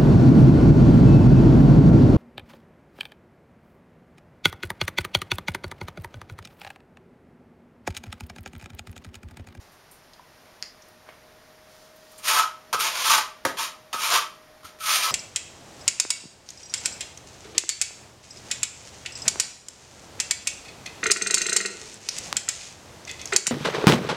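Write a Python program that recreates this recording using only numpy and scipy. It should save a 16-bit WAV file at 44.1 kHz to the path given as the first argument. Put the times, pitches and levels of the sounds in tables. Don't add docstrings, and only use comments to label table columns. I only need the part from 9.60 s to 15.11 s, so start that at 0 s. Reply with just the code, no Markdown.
import sys
import numpy as np
from scipy import signal
from scipy.fft import rfft, irfft
from scipy.io import wavfile

SR = 44100
rng = np.random.default_rng(int(sys.argv[2]) if len(sys.argv) > 2 else 0)


def volts(x):
    e = np.asarray(x, float) / 20
    return 10 ** e


def wav_record(signal):
    frames = np.transpose(np.atleast_2d(signal))
    bounded = np.clip(frames, -1, 1)
    quanta = np.round(bounded * 32767).astype(np.int16)
    wavfile.write(sys.argv[1], SR, quanta)


N = 242991


def rms_one(x):
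    return x / np.sqrt(np.mean(x ** 2) + 1e-20)


def in_time(rows):
    time_s, *columns = np.transpose(rows)
    return [np.interp(np.arange(N) / SR, time_s, column) for column in columns]


def at_hz(points, hz):
    table_hz, values = np.transpose(points)
    return np.interp(np.log(hz), np.log(table_hz), values)


def colour(x, spectrum):
    size = 4096
    hz = np.maximum(np.arange(size // 2 + 1) * SR / size, 10)
    cepstrum = irfft(np.log(volts(at_hz(spectrum, hz))))
    cepstrum[1:size // 2] *= 2
    cepstrum[size // 2 + 1:] = 0
    kernel = irfft(np.exp(rfft(cepstrum)))
    return signal.fftconvolve(x, kernel / np.sqrt(np.sum(kernel ** 2)))[:N]


def highpass(x, order, cut_hz):
    return signal.sosfilt(signal.butter(order, cut_hz, "high", fs=SR, output="sos"), x)


def drift(rate_hz):
    r = np.exp(-2 * np.pi * 20 * rate_hz / SR)
    noise = rng.standard_normal(N // 20 + 2002)
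    slow = signal.lfilter([1], [1, -2 * r, r * r], noise)[2000:]
    return np.interp(np.arange(N) / 20, np.arange(len(slow)), rms_one(slow))


def ring(clicks, hz, t60_s):
    r = volts(-60 / (t60_s * SR))
    w = 2 * np.pi * hz / SR
    return signal.lfilter([0, np.sin(w)], [1, -2 * r * np.cos(w), r * r], clicks + 1e-18)


def rattle(start_s, length_s):
    out = np.zeros(N)
    at = round(start_s * SR)
    t = np.arange(min(4000, N - at)) / SR
    crumble = rng.standard_normal(len(t)) * np.exp(-t / max(length_s, 1e-4))
    out[at:at + len(t)] = 0.39 * crumble
    out[at] = 1
    return out


# time_s, pitch_hz, level_db
WHINE_CURVE = [(0, 615.4, -73), (1.3, 620.3, -61.5), (2.6, 626.2, -55.5), (5.51, 620.5, -59)]


def whine():
    pitch_hz, level_db = in_time(WHINE_CURVE)
    phase = 2 * np.pi * np.cumsum(pitch_hz + 1.25 * drift(6.4)) / SR
    tone = np.sin(phase) + volts(-14) * np.sin(3 * phase)
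    return np.sqrt(2) * volts(level_db + 2.0 * drift(57)) * tone


# freq_hz, density_db (per Hz)
HISS_SPECTRUM = [(12, -38), (20, -6), (148, -3), (465, -4.5), (614, -3), (811, -4), (1870, -8), (2840, -13),
                 (5690, -15), (7950, -28), (8880, -24), (11700, -20.5), (15500, -29)]


def hiss():
    return volts(-54 + .5 * drift(2.6)) * colour(rng.standard_normal(N), HISS_SPECTRUM)


# start_s, peak_db, pitch_hz, ring_cycles, crumble_s
SMALL_TICKS = [(0.01, -48, 4640, 2.1, 0.043), (0.312, -42, 10500, 4.1, 0.029),
               (0.534, -43, 4440, 6.8, 0.0079), (0.595, -38.5, 985, 36, 0.00041),
               (4.338, -60, 103, 7, 0.003), (5.038, -58, 86, 7, 0.0062), (0.12, -51, 10000, 3, .03),
               (1.0254, -24.5, 2350, 9, 0.0006), (1.0255, -19.5, 4800, 11, 0.00066),
               (1.048, -55, 4900, 90, .01), (1.028, -39.5, 2100, 4.4, 0.012),
               (1.221, -47, 5800, 14, 0.0062), (1.285, -43, 12000, 3, .005), (1.466, -51, 1510, 4.9, 0.077),
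               (1.488, -35, 700, 2, 0.007), (1.4885, -43.5, 2270, 5.8, 0.012), (2.361, -44, 13000, 3, .01),
               (2.516, -43, 10800, 2.4, .015), (2.526, -51, 1180, 18, 0.0088),
               (2.58, -38.5, 9050, 5.8, 0.018)]


def ticks():
    out = np.zeros(N)
    for start_s, peak_db, pitch_hz, ring_cycles, crumble_s in SMALL_TICKS:
        rung = ring(rattle(start_s, crumble_s), pitch_hz, ring_cycles / pitch_hz)
        out += volts(peak_db) * highpass(rung, 4, 0.7 * pitch_hz)
    return out


# time_s, level_db
RUSTLE_CURVE = [(1.6, -89), (1.75, -71), (2.0, -86), (2.1, -59.5), (2.3, -63.5), (2.5, -59.5), (2.62, -57),
                (2.7, -85)]
# freq_hz, density_db (per Hz)
CLOTH_SPECTRUM = [(1500, -67), (3000, -2), (5000, 1), (9000, -8.5), (15000, -10)]


def rustle():
    level_db, = in_time(RUSTLE_CURVE)
    return volts(level_db + 2.0 * drift(4.5)) * colour(rng.standard_normal(N), CLOTH_SPECTRUM)


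def grit(per_s, spread_db, clump_db):
    sizes = volts(spread_db * np.minimum(rng.exponential(1, N), 4)) * rng.choice([-1, 1], N)
    born = rng.random(N) < per_s / SR
    return rms_one(sizes * born * volts(clump_db * (drift(135) + drift(18))))


def stroke(rows):
    touch_db_per_s, lift_db_per_s = 1413, 336
    t = np.arange(N) / SR
    push_db, flat_db, ring_db = in_time(rows)
    before_s = np.maximum(rows[0][0] - t, 0)
    lifted_s = np.maximum(t - rows[-1][0], 0)
    push_db = push_db - touch_db_per_s * before_s - lift_db_per_s * lifted_s
    return push_db, flat_db, ring_db, lifted_s


# time_s, push_db (grinding), flat_db (blade laid flat), ring_db (blade free to ring)
STROKE_CURVES = [
    [(2.59, -48.5, 5.5, -11)],
    [(2.638, -36, -2.5, 0.5), (2.684, -19.5, -1.5, -0.5), (2.796, -22, 1.5, 4)],
    [(3.202, -23.5, -7, 6), (3.254, -24.5, 4.5, -8.5), (3.34, -34, 9, -16), (3.354, -26.5, 7, -11),
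     (3.44, -26.5, 3.5, -11), (3.455, -21.5, 0.5, -2), (3.536, -19, 4.5, -4.5), (3.582, -22.5, 4, -1)],
    [(3.982, -29.5, 2.5, -2), (4.042, -26, 1, -3)],
    [(4.34, -38.5, 7, -1), (4.382, -39.5, -8, 6), (4.41, -27, 3.5, -7.5), (4.488, -26.5, 0, -1),
     (4.52, -19.5, 10, -17), (4.565, -18.5, 3, -2)],
    [(5.05, -40.5, -3, 10), (5.068, -44.5, 1, -20)],
    [(5.205, -41, -9, 6), (5.234, -34.5, -7, 6.5), (5.294, -20, 0.5, -3.5), (5.364, -22.5, -3.5, -6),
     (5.418, -27, 3.5, -8.5), (5.435, -22, 0.5, -7), (5.51, -28.5, 7, -7)],
]


def scrapes():
    flex_per_flat, fine_per_flat, rumble_per_flat = 1.91, -.45, 0.63
    fine_lift_db_per_s = 66
    grains = grit(per_s=9000, spread_db=1.5, clump_db=0.97)
    grind, fine, rumble, ringing, flexing = np.zeros((5, N))
    for rows in STROKE_CURVES:
        push_db, flat_db, ring_db, lifted_s = stroke(rows)
        grind += grains * volts(push_db - 2.5)
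        fine += grains * volts(push_db + fine_per_flat * flat_db - fine_lift_db_per_s * lifted_s - 9.0)
        rumble += grains * volts(push_db + rumble_per_flat * flat_db - 17.5)
        ringing += grains * volts(push_db + ring_db - 26)
        flexing += grains * volts(push_db + ring_db + flex_per_flat * flat_db - 33.0)
    return grind, fine, rumble, ringing, flexing


# start_s, peak_db, ring_db (blade), thump_db (slab), chatter_s
EDGE_LANDINGS = [(3.1285, -11.5, -1.5, -33, 0.018), (3.1426, -16.5, -5, -2.5, 0.011),
                 (3.19, -26, -23, -14, 0.0062), (3.8509, -8, -28, -1, 0.0049),
                 (3.8553, -12.5, 1, 4, 0.0027), (3.8621, -21.5, -21, 7.5, 0.0073),
                 (3.865, -21, -26, -3, 0.029), (3.9709, -24.5, -13, -14, 0.012),
                 (4.3295, -17.5, -3.5, -43, 0.021), (4.3439, -26.5, -21, 5.5, 0.0058),
                 (5.032, -41.5, 5, -13, 0.0036), (5.0445, -39.5, -1, 4, 0.0035),
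                 (5.188, -36, -14, -6, 0.0039)]


def landings():
    grind, fine, thump, ringing, flexing = np.zeros((5, N))
    for start_s, peak_db, ring_db, thump_db, chatter_s in EDGE_LANDINGS:
        blow = volts(peak_db) * rattle(start_s, chatter_s)
        grind += blow * volts(-3.5)
        fine += blow * volts(-12)
        thump += blow * volts(thump_db)
        ringing += blow * volts(ring_db - 21.0)
        flexing += blow * volts(ring_db - 26.5)
    return grind, fine, thump, ringing, flexing


# pitch_hz, level_db, t60_s
BLADE_MODES = [(790, -16, .05), (860, -13, .06), (920, -7, .09), (1003, -7, .09), (1040, -9, .07),
               (1080, -13, .06), (1168, -11, .08), (1213, -8, .08), (1258, -8, .13), (1307, -4, .11),
               (1400, -14, .06), (1457, -11, .08), (1545, -15, .06), (1722, -16, .05), (1863, -18, .05),
               (2207, -14, .05), (2280, -15, .04), (2370, -12, .04), (2800, -16, .04), (2940, -15, .04),
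               (3124, -12, .06), (3236, -15, .04), (3308, -13, .05), (3559, -13, .06), (3800, -15, .04),
               (4040, -17, .04), (4600, -17, .03), (4900, -17, .03), (5660, -18, .03), (6560, -17, .02)]


def blade(flexing, bending, grinding):
    out = np.zeros(N)
    for k, (pitch_hz, level_db, t60_s) in enumerate(BLADE_MODES):
        force = flexing if pitch_hz < 1100 else bending if pitch_hz < 1650 else grinding
        swell_db = 2.5 * drift(14)
        out += (-1) ** k * ring(force * volts(level_db + swell_db), pitch_hz, t60_s)
    return highpass(out, 3, 268)


# freq_hz, density_db (per Hz)
GRIND_SPECTRUM = [(940, -66), (1600, 0.5), (2010, 0), (2390, 4), (2590, 2), (3220, 2.5), (7300, -4),
                  (9490, -54), (16100, -120)]
# freq_hz, density_db (per Hz)
FINE_SPECTRUM = [(5000, -25.5), (8500, -0.5), (11800, -0.5), (15500, -11.5)]
# freq_hz, density_db (per Hz)
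SLAB_SPECTRUM = [(110, -42), (170, -13), (290, -24), (370, 0), (450, -8.5), (580, 2.5), (780, 5.5),
                 (1000, 0.5), (1600, -46.5)]
# freq_hz, density_db (per Hz)
THUMP_SPECTRUM = [(30, -59), (70, -6), (150, 2.5), (300, 7.5), (450, 12), (800, 7), (1500, 10), (2600, -6),
                  (5000, -34)]
# freq_hz, density_db (per Hz)
BODY_SPECTRUM = [(400, -30), (600, -8.5), (800, -1.5), (1000, 9.5), (1300, 2), (1550, 3), (2100, -35.5)]


def trowel():
    grind, fine, rumble, ringing, flexing = scrapes()
    hit_grind, hit_fine, thump, hit_ringing, hit_flexing = landings()
    grind = grind + hit_grind
    ringing = ringing + hit_ringing
    flexing = flexing + hit_flexing
    contact = colour(grind, GRIND_SPECTRUM) + colour(fine + hit_fine, FINE_SPECTRUM)
    slab = colour(rumble, SLAB_SPECTRUM) + colour(thump, THUMP_SPECTRUM)
    body = colour(flexing * volts(27.5), BODY_SPECTRUM)
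    return contact + slab + body + blade(flexing, ringing, grind * volts(-40.0))


# freq_hz, t60_s
ROOM_DECAY = [(100, 0.32), (500, 0.25), (1250, 0.21), (2000, 0.24), (6000, 0.2), (11000, 0.17),
              (15000, 0.067)]


def reflections():
    room_db, flutter_s, flutter_db = -10.5, .0049, -11
    late_db, late_longer = -17.5, 2.58
    t = np.arange(SR // 2) / SR
    present = (rng.random(len(t)) < .003 + (t / .04) ** 2) * (t > .003)
    echoes = rng.standard_normal(len(t)) * present
    edges_hz = 40 * 2 ** np.arange(0, 9.2, .7)
    tail = np.zeros(len(t))
    for low, high in zip(edges_hz, edges_hz[1:]):
        sos = signal.butter(3, [low, min(high, .45 * SR)], "band", fs=SR, output="sos")
        fall_db = -60 * t / at_hz(ROOM_DECAY, np.sqrt(low * high))
        decay = volts(fall_db) + volts(late_db + fall_db / late_longer)
        tail += signal.sosfilt(sos, echoes) * decay
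    tail = volts(room_db) * tail / np.sqrt(np.sum(tail ** 2))
    for bounce in range(1, 4):
        at = round(bounce * flutter_s * SR * rng.uniform(.95, 1.05))
        tail[at] += volts(flutter_db - 2.7 * bounce) * (-1) ** bounce
    return tail


def room(x, count=8):
    place = np.arange(N) / (.03 * SR) % count
    out = np.zeros(N)
    for k in range(count):
        gap = np.abs(place - k)
        gap = np.minimum(gap, count - gap)
        share = np.cos(np.pi / 2 * np.minimum(gap, 1))
        out += signal.fftconvolve(x * share, reflections())[:N]
    return out


def scene():
    background = whine() + hiss()
    work = ticks() + trowel()
    return np.tile(background + work + room(work) + rustle(), (2, 1))


def dead_spot(x):
    dead_hz, width_hz, rise_db = 7900, 800, 5.5
    null = signal.lfilter(*signal.iirnotch(dead_hz, dead_hz / width_hz, SR), x)
    wide = signal.lfilter(*signal.iirpeak(dead_hz, 4.0, SR), null)
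    return null - (1 - volts(rise_db)) * wide


# center_s, low_hz, high_hz
WIDE_PATCHES = [(.44, 4600, 11000), (.79, 4200, 5300), (1.44, 6900, 11000), (1.745, 11700, 13900),
                (2.09, 9500, 14500), (2.23, 4200, 9000), (2.49, 10300, 11800), (3.09, 4600, 6400),
                (3.56, 8200, 13900), (4.95, 11700, 13900), (5.32, 5700, 7000), (5.32, 9500, 12600)]


def wide_patches(mono):
    side = np.zeros(N)
    half = 900
    for center_s, low_hz, high_hz in WIDE_PATCHES:
        at = round(center_s * SR)
        near = slice(at - half, at + half)
        band = signal.butter(4, [low_hz, high_hz], "band", fs=SR, output="sos")
        level = np.std(signal.sosfilt(band, mono[near]))
        noise = rms_one(signal.sosfilt(band, rng.standard_normal(2 * half)))
        side[near] += 0.59 * level * np.hanning(2 * half) ** .5 * noise
    return side * [[1], [-1]]


def roll_off(x):
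    return signal.sosfilt(signal.butter(12, 16820, fs=SR, output="sos"), x)


def record(dry):
    heard = dead_spot(dry)
    heard = heard + wide_patches(heard[0])
    treble_cut = signal.ellip(14, .5, 75, 15750, fs=SR, output="sos")
    mix = signal.sosfilt(treble_cut, heard)
    return roll_off(mix)


dry = scene()
out = record(dry)
wav_record(out)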